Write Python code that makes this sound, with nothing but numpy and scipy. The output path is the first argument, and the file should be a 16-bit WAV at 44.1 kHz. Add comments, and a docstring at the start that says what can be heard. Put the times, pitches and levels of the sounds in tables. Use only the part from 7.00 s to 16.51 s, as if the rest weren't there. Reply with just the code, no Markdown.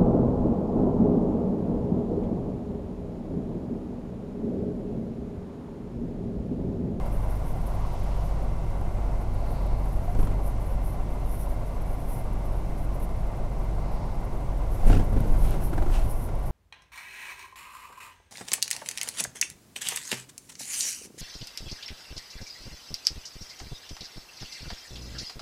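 """Tyres roar, rumble and hiss on a wet elevated road, heard inside a car at steady speed in sleet.
The engine's firings drone underneath. The wheels clatter over two bridge joints and a patch, the second
joint with a thud and a splash. Ice grains sizzle on the windscreen in flurries; near the end the wipers
sweep up and back, juddering as the rubber sticks and skips. Loose things rattle; a faint whine runs on."""
import sys
import numpy as np
from scipy import signal
from scipy.fft import rfft, irfft
from scipy.io import wavfile
from scipy.ndimage import uniform_filter1d

SR = 44100
rng = np.random.default_rng(int(sys.argv[2]) if len(sys.argv) > 2 else 0)


def dump_mix(stems):
    """Bounce the given channels to the path in sys.argv[1] as a 16-bit WAV at rate SR."""
    frames = np.atleast_2d(stems).T  # one column per channel
    limited = np.clip(frames, -1, 1)  # hard clip at full scale
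    pcm = np.round(limited * 32767).astype(np.int16)
    wavfile.write(sys.argv[1], SR, pcm)


N = 419391
T = np.arange(N) / SR


# road coarseness re ordinary asphalt: time_s, level_db
ROUGHNESS = [(0, 1), (1.1, -.5), (2.8, 1), (3.3, 0.5), (4.3, -1.5), (7.6, -1), (8.1, 4.5), (8.9, 2),
             (9.2, 0)]
# suspension rumble spectrum: freq_hz, relative_db
RUMBLE_SPECTRUM = [(30, -18.5), (52, 3.5), (64, -3), (80, 2.5), (98, 5.5), (116, -1), (145, -0.5),
                   (175, -5.5), (200, -11), (232, -9), (265, -11), (380, -12.5), (520, -22.5),
                   (1200, -64.5)]
# tread roar spectrum: freq_hz, relative_db
ROAR_SPECTRUM = [(250, -9.5), (470, -3.5), (550, 1.5), (730, 1.5), (860, -3.5), (1000, -3), (1150, -9),
                 (1260, -14.5), (1390, -12.5), (1750, -21.5), (2450, -28.5), (2750, -25), (3400, -37.5),
                 (7000, -53)]
# wet tread hiss spectrum: freq_hz, relative_db
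HISS_SPECTRUM = [(1000, -12), (2500, 5.5), (3100, 2), (4000, 1.5), (4900, -0.5), (5700, 0.5), (6800, -3),
                 (9000, -3), (10000, -5), (12500, -9.5), (14000, -16), (15500, -11)]
# tread swish on wetter patches: centre_s, level_db, length_s, pitch_hz, width_hz
PUDDLES = [(1.05, -58.5, 0.69, 3900, 4300), (.83, -47, 0.31, 940, 340), (2.58, -63, 0.5, 4300, 1200),
           (2.58, -44.5, .45, 710, 330), (7.0, -64, 0.44, 4600, 1700), (7.05, -46.5, 0.46, 900, 210)]

def tyres(sway_db=-28.5, rumble_db=-34, roar_db=-41.5, hiss_db=-60):
    """The road sways the body and rumbles through the suspension; the wet tread roars and hisses."""
    rough_db, = curves(ROUGHNESS)
    rumble = steady(noise(RUMBLE_SPECTRUM), span_s=0.28) * undb(rumble_db + rough_db)
    roar = noise(ROAR_SPECTRUM) * undb(roar_db + 0.28 * rough_db + walk(60))
    hiss = noise(HISS_SPECTRUM) * undb(hiss_db + 0.18 * walk(25))
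    puddles = sum(undb(db) * swell(centre_s, length_s) * band(hz, width_hz)
                  for centre_s, db, length_s, hz, width_hz in PUDDLES)
    return sway(undb(sway_db + 0.53 * rough_db)) + rumble + roar + hiss + puddles


# body sway spectrum: freq_hz, relative_db
SWAY_SPECTRUM = [(4, -21.5), (10, 5), (19, 9), (32, 3), (42, -7), (60, -12.5), (120, -60)]

def sway(push):
    """The car's body wallows on its springs under a push."""
    return steady(noise(SWAY_SPECTRUM), span_s=0.208) * push


# engine firing rate: time_s, rate_hz
FIRING_RATE = [(0, 46.42), (2.5, 46.4), (5, 46.01), (7.5, 45.94), (9.5, 45.28)]
# engine load: time_s, relative_db
ENGINE_LOAD = [(0, -32.5), (1.5, -29), (2.5, -30.5), (3.4, -29), (4.0, -32), (6.4, -32.5), (7.5, -30.5),
               (8.35, -28), (9.2, -33)]
# harmonics of the firing rate: multiple, relative_db
ENGINE_HARMONICS = [(1, -2.5), (2, -27), (3, -22.5), (4, -23.5), (5, -28)]

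def engine(speed_waver=0.00978, waver_db=2.0, gain_db=1.0):
    """Firings boom in the cabin; the speed and each harmonic waver a little."""
    firing_hz, = curves(FIRING_RATE)
    load_db, = curves(ENGINE_LOAD)
    phase = 2 * np.pi * np.cumsum(firing_hz * (1 + speed_waver * walk(5))) / SR
    drone = sum(undb(db + waver_db * walk(7)) * np.sin(multiple * phase + rng.uniform(0, 2 * np.pi))
                for multiple, db in ENGINE_HARMONICS)
    return unit(drone) * undb(load_db + gain_db)


# two joints and a patch: hit_s, thud_db, boom_db, gap_s, fall_db, squirt_db, splash_db, heave_db
JOINTS = [(3.189, -27, -12, .0405, 1.3, -39, -56, -25.5),
          (7.897, -16.5, -2.5, 0.0321, 2.5, -41, -38, -17.5), (8.162, -21.5, -9, .038, 3, -48, -63, -35)]
# body panel spectrum: freq_hz, relative_db
PANEL_SPECTRUM = [(60, -2.5), (100, -1), (170, 4.5), (230, 5.5), (330, -5), (480, -3), (620, -13),
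                  (760, -10), (1200, -26.5), (1410, -20), (1800, -28), (2700, -33), (4000, -38.5),
                  (12000, -49)]
# thrown water spectrum: freq_hz, relative_db
SPLASH_SPECTRUM = [(200, -2.5), (700, 17.5), (1200, -18.5), (1410, -2), (1700, 0), (2700, -1), (3800, -8.5),
                   (6000, -10.5), (9500, -11.5), (12000, -21), (15000, -20)]

def joints(splash_lag_s=0.036):
    """Each blow thuds the panels, bounces the body, rings the tyre's air and squirts; a splash follows."""
    thuds, boom, water, heave = np.zeros((4, N))
    body_mode = ring(hz=32.4, t60_s=0.14, rise_s=0.0016)
    tyre_mode = ring(hz=95.7, t60_s=0.4, rise_s=0.0018)
    modes = -body_mode - 0.18 * tyre_mode
    for hit_s, thud_db, boom_db, gap_s, fall_db, squirt_db, splash_db, heave_db in JOINTS:
        for start_s, blow_db, bounce_db in clatter(hit_s, gap_s, fall_db):
            add(thuds, start_s, undb(thud_db + blow_db) * fade(t60_s=0.12, rise_s=0.0044))
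            add(water, start_s, undb(squirt_db + blow_db) * fade(t60_s=0.049, rise_s=0.0015))
            add(boom, start_s, undb(boom_db + bounce_db) * modes)
        water += undb(splash_db) * swell(hit_s + splash_lag_s, length_s=0.14)
        heave += undb(heave_db) * swell(hit_s, length_s=0.3)
    spray = noise(SPLASH_SPECTRUM) * water * undb(2.2 * walk(180))
    panels = thuds * steady(noise(PANEL_SPECTRUM), span_s=0.0166)
    return panels + boom + spray + sway(heave)


def clatter(hit_s, gap_s, fall_db, touch_db=-5.5, boom_fall_db=11.5):
    """A touch on the joint's near edge, the main hit, three rebounds: start_s, blow_db, bounce_db."""
    touch = (hit_s - gap_s, touch_db, touch_db)
    return [touch] + [(hit_s + k * gap_s, -k * fall_db, -k * boom_fall_db) for k in range(4)]


# typical small flurry as the sleet thickens and thins: time_s, level_db
SLEETFALL = [(0, -58.5), (.7, -60), (1.6, -68), (2.7, -65), (3.6, -59), (4.7, -61), (6.1, -60),
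             (6.6, -65.5), (7.6, -66), (8.2, -56), (8.8, -54), (9.5, -58)]
# strongest flurries: centre_s, level_db, length_s
FLURRIES = [(.15, -55, 0.049), (0.314, -54, 0.028), (.491, -55.5, 0.054), (1.264, -59, 0.042),
            (2.513, -57.5, 0.063), (3.114, -57.5, 0.027), (3.221, -58, 0.06), (3.47, -52.5, 0.059),
            (3.7, -55, .04), (3.891, -52, .06), (4.327, -51, .085), (4.424, -48, .04), (4.918, -55, 0.053),
            (5.14, -50, 0.091), (6.033, -58, .018), (7.733, -56.5, .036), (7.883, -51, 0.037),
            (8.446, -52, .12), (8.664, -42.5, 0.043), (9.109, -49.5, 0.078), (9.232, -50.5, 0.053),
            (9.478, -50.5, .025)]
# single large pellets: start_s, relative_db
PELLETS = [(2.858, -42), (4.262, -42), (8.206, -31), (8.508, -29), (8.641, -34)]
# spectrum of ice on glass: freq_hz, relative_db
TICK_SPECTRUM = [(2500, -24), (4800, -24), (5750, -12), (6700, -19.5), (8500, -13), (9400, -4),
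                 (10000, 0.5), (11100, -6), (12400, 0.5), (13800, -11), (15500, -11)]

def sleet(grain_db=-48, flurry_db=-52, hardness=0.35, scatter_db=1.5, gust_db=2.0, pellet_gain_db=9):
    """Ice grains tick on the glass; a flurry brings more of them, and harder ones."""
    fall_db, = curves(SLEETFALL)
    drizzle_power = undb(-9) ** 2  # between flurries
    power = undb(fall_db) ** 2 * (drizzle_power + small_flurries())
    for centre_s, db, length_s in FLURRIES:
        power += undb(db) ** 2 * swell(centre_s, length_s)
    grain = undb(grain_db) * (np.sqrt(power) / undb(flurry_db)) ** hardness
    hits = rng.poisson(power * undb(gust_db * walk(45)) ** 2 / grain ** 2)
    sizes = rng.standard_normal(N) * undb(scatter_db * np.minimum(rng.exponential(size=N), 4))
    impacts = np.sqrt(hits) * unit(sizes) * grain
    for start_s, db in PELLETS:
        add(impacts, start_s, undb([db + pellet_gain_db]))
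    return colour(impacts, TICK_SPECTRUM)


def small_flurries(count=300, rate_hz=21, typical_s=0.015, scatter_db=2.5):
    """Power of brief chance flurries, each with its own size and length."""
    power = np.zeros(N)
    centres_s = np.cumsum(rng.gamma(2, 0.5, count)) / rate_hz
    for centre_s, (size, stretch) in zip(centres_s, rng.standard_normal((count, 2))):
        length_s = typical_s * np.exp(0.5 * stretch)
        if centre_s < T[-1]:
            bell = np.hanning(int(2 * length_s * SR))
            add(power, centre_s - length_s, undb(scatter_db * size) ** 2 * bell)
    return power


# wiper strokes, up and back: peak_s, level_db, tenfold_rise_s, hold_s, t60_s, sway_db
STROKES = [(8.444, -49.5, 0.039, 0.087, .3, -18), (8.946, -38.5, .04, .008, 0.35, -20.5)]
# blade skips and final settling: start_s, level_db
JUDDER = [(8.338, -30), (8.54, -26.5), (8.621, -27), (8.728, -24), (8.776, -22), (8.82, -25.5),
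          (8.86, -26.5), (8.896, -30), (9.285, -31.5)]
# blade swish spectrum: freq_hz, relative_db
RUBBER_SPECTRUM = [(250, -15), (750, 17.5), (1150, 2), (1400, 8), (2000, 0), (2700, 4.5), (3500, -1.5),
                   (5000, -6), (9500, -7), (12000, -20), (15000, -41)]
# knocked windscreen spectrum: freq_hz, relative_db
PANE_SPECTRUM = [(120, -18), (220, -3.5), (320, 10), (480, -11.5), (770, 1), (1150, -16), (1400, -9.5),
                 (1900, -20.5), (3000, -29.5), (6000, -34), (14000, -38)]

def wipers(glide_db=-58.5, shake_lead_s=0.027):
    """Rubber swishes over the glass and knocks where it sticks and skips; the arms shake the pane."""
    rub = undb(glide_db) * swell(centre_s=8.58, length_s=0.72)
    skips, shake = np.zeros((2, N))
    for peak_s, db, tenfold_rise_s, hold_s, t60_s, sway_db in STROKES:
        attack_db = 20 * np.minimum(T - peak_s, 0) / tenfold_rise_s
        release_db = -60 * np.maximum(T - peak_s - hold_s, 0) / t60_s
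        rub += undb(db + attack_db + release_db)
        shake += undb(sway_db) * swell(peak_s - shake_lead_s, length_s=0.34)
    for start_s, db in JUDDER:
        add(skips, start_s, undb(db) * fade(t60_s=0.064, rise_s=0.0023))
    swish = noise(RUBBER_SPECTRUM) * rub * undb(1.6 * walk(120))
    knocks = skips * steady(noise(PANE_SPECTRUM), span_s=0.022)
    return swish + knocks + sway(shake)


# cabin rattles: start_s, pitch_hz, level_db, t60_s
RATTLES = [(.85, 1060, -23, 0.017), (2.729, 800, -21, 0.016), (3.08, 710, -29, 0.15),
           (3.229, 1000, -27, .015), (3.272, 1320, -26, 0.013), (7.832, 760, -24, .03),
           (7.869, 9300, -41, .1), (7.928, 1400, -25, .03), (7.93, 2770, -27.5, 0.02)]

def rattles():
    """Loose things tick and chirp, one mode each."""
    out = np.zeros(N)
    for start_s, hz, db, t60_s in RATTLES:
        add(out, start_s, undb(db) * ring(hz, t60_s, rise_s=0.00095))
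    return out


# resonances in the running noise: pitch_hz, width_hz, level_db
WHINE_BANDS = [(1161, 37, -62), (1883, 67, -70.5), (2075, 105, -63.5), (2279, 94, -69)]

def whine():
    """Narrow, breathy resonances sing faintly in the roar."""
    return sum(undb(db) * band(hz, width_hz) for hz, width_hz, db in WHINE_BANDS)


def undb(db):
    """Decibels to gain."""
    return 10 ** (np.asarray(db) / 20)


def unit(x):
    """Scale to rms 1."""
    return x / np.sqrt(np.mean(x ** 2))


def curves(rows):
    """Each column after time_s as a control signal."""
    times_s, *columns = np.transpose(rows)
    return [np.interp(T, times_s, column) for column in columns]


def colour(x, spectrum, size=2 ** 15):
    """Minimum-phase filter of unit power gain, shaped by freq_hz, relative_db points."""
    hz, db = np.transpose(spectrum)
    bins_hz = np.maximum(np.arange(size // 2 + 1) * SR / size, 1)
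    gain = undb(np.interp(np.log(bins_hz), np.log(hz), db))
    cepstrum = irfft(np.log(gain))
    cepstrum[1:size // 2] *= 2
    cepstrum[size // 2 + 1:] = 0
    response = irfft(np.exp(rfft(cepstrum)))
    return signal.fftconvolve(x, response / np.linalg.norm(response))[:N]


def noise(spectrum):
    """Coloured noise of rms 1."""
    return unit(colour(rng.standard_normal(N), spectrum))


def band(hz, width_hz):
    """Noise of rms 1 in one resonance."""
    edges_hz = [max(hz - width_hz / 2, 20), hz + width_hz / 2]
    bandpass = signal.butter(2, edges_hz, "bandpass", fs=SR, output="sos")
    return unit(signal.sosfilt(bandpass, rng.standard_normal(N)))


def walk(rate_hz):
    """Smooth random drift of rms 1."""
    step = max(int(SR / rate_hz), 1)
    held = np.repeat(rng.standard_normal(N // step + 1), step)
    return unit(uniform_filter1d(uniform_filter1d(held, step), step)[:N])


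def steady(x, span_s):
    """Even out swells slower than span_s, leaving the fine flutter."""
    return x / np.sqrt(uniform_filter1d(x ** 2, max(int(span_s * SR), 1)) + 1e-9)


def swell(centre_s, length_s):
    """Bell envelope, length_s wide at half height."""
    return np.exp(-np.minimum(np.log(16) * ((T - centre_s) / length_s) ** 2, 50))


def fade(t60_s, rise_s):
    """Half-second envelope: soft rise, exponential decay."""
    t = T[:SR // 2]
    return (1 - np.exp(-t / rise_s)) * np.exp(-np.log(1000) * t / t60_s)


def ring(hz, t60_s, rise_s):
    """One struck mode."""
    return fade(t60_s, rise_s) * np.sin(2 * np.pi * hz * T[:SR // 2])


def add(out, start_s, sound):
    """Mix a short sound in at start_s."""
    i = int(np.clip(start_s * SR, 0, N - 1))
    out[i:i + len(sound)] += sound[:N - i]


def scene():
    """Everything as heard behind the windscreen, in mono."""
    return (engine() + tyres() + whine() + joints() + wipers() + rattles() + sleet())[None]


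def record(dry, rolloff_hz=14500, top_hz=15650):
    """The microphone rolls off the highest treble; a steep low-pass cuts the top."""
    soft = signal.sosfilt(signal.butter(3, rolloff_hz, fs=SR, output="sos"), dry)
    return signal.sosfilt(signal.ellip(14, 0.1, 90, top_hz, fs=SR, output="sos"), soft)


dry = scene()
out = record(dry)
dump_mix(out)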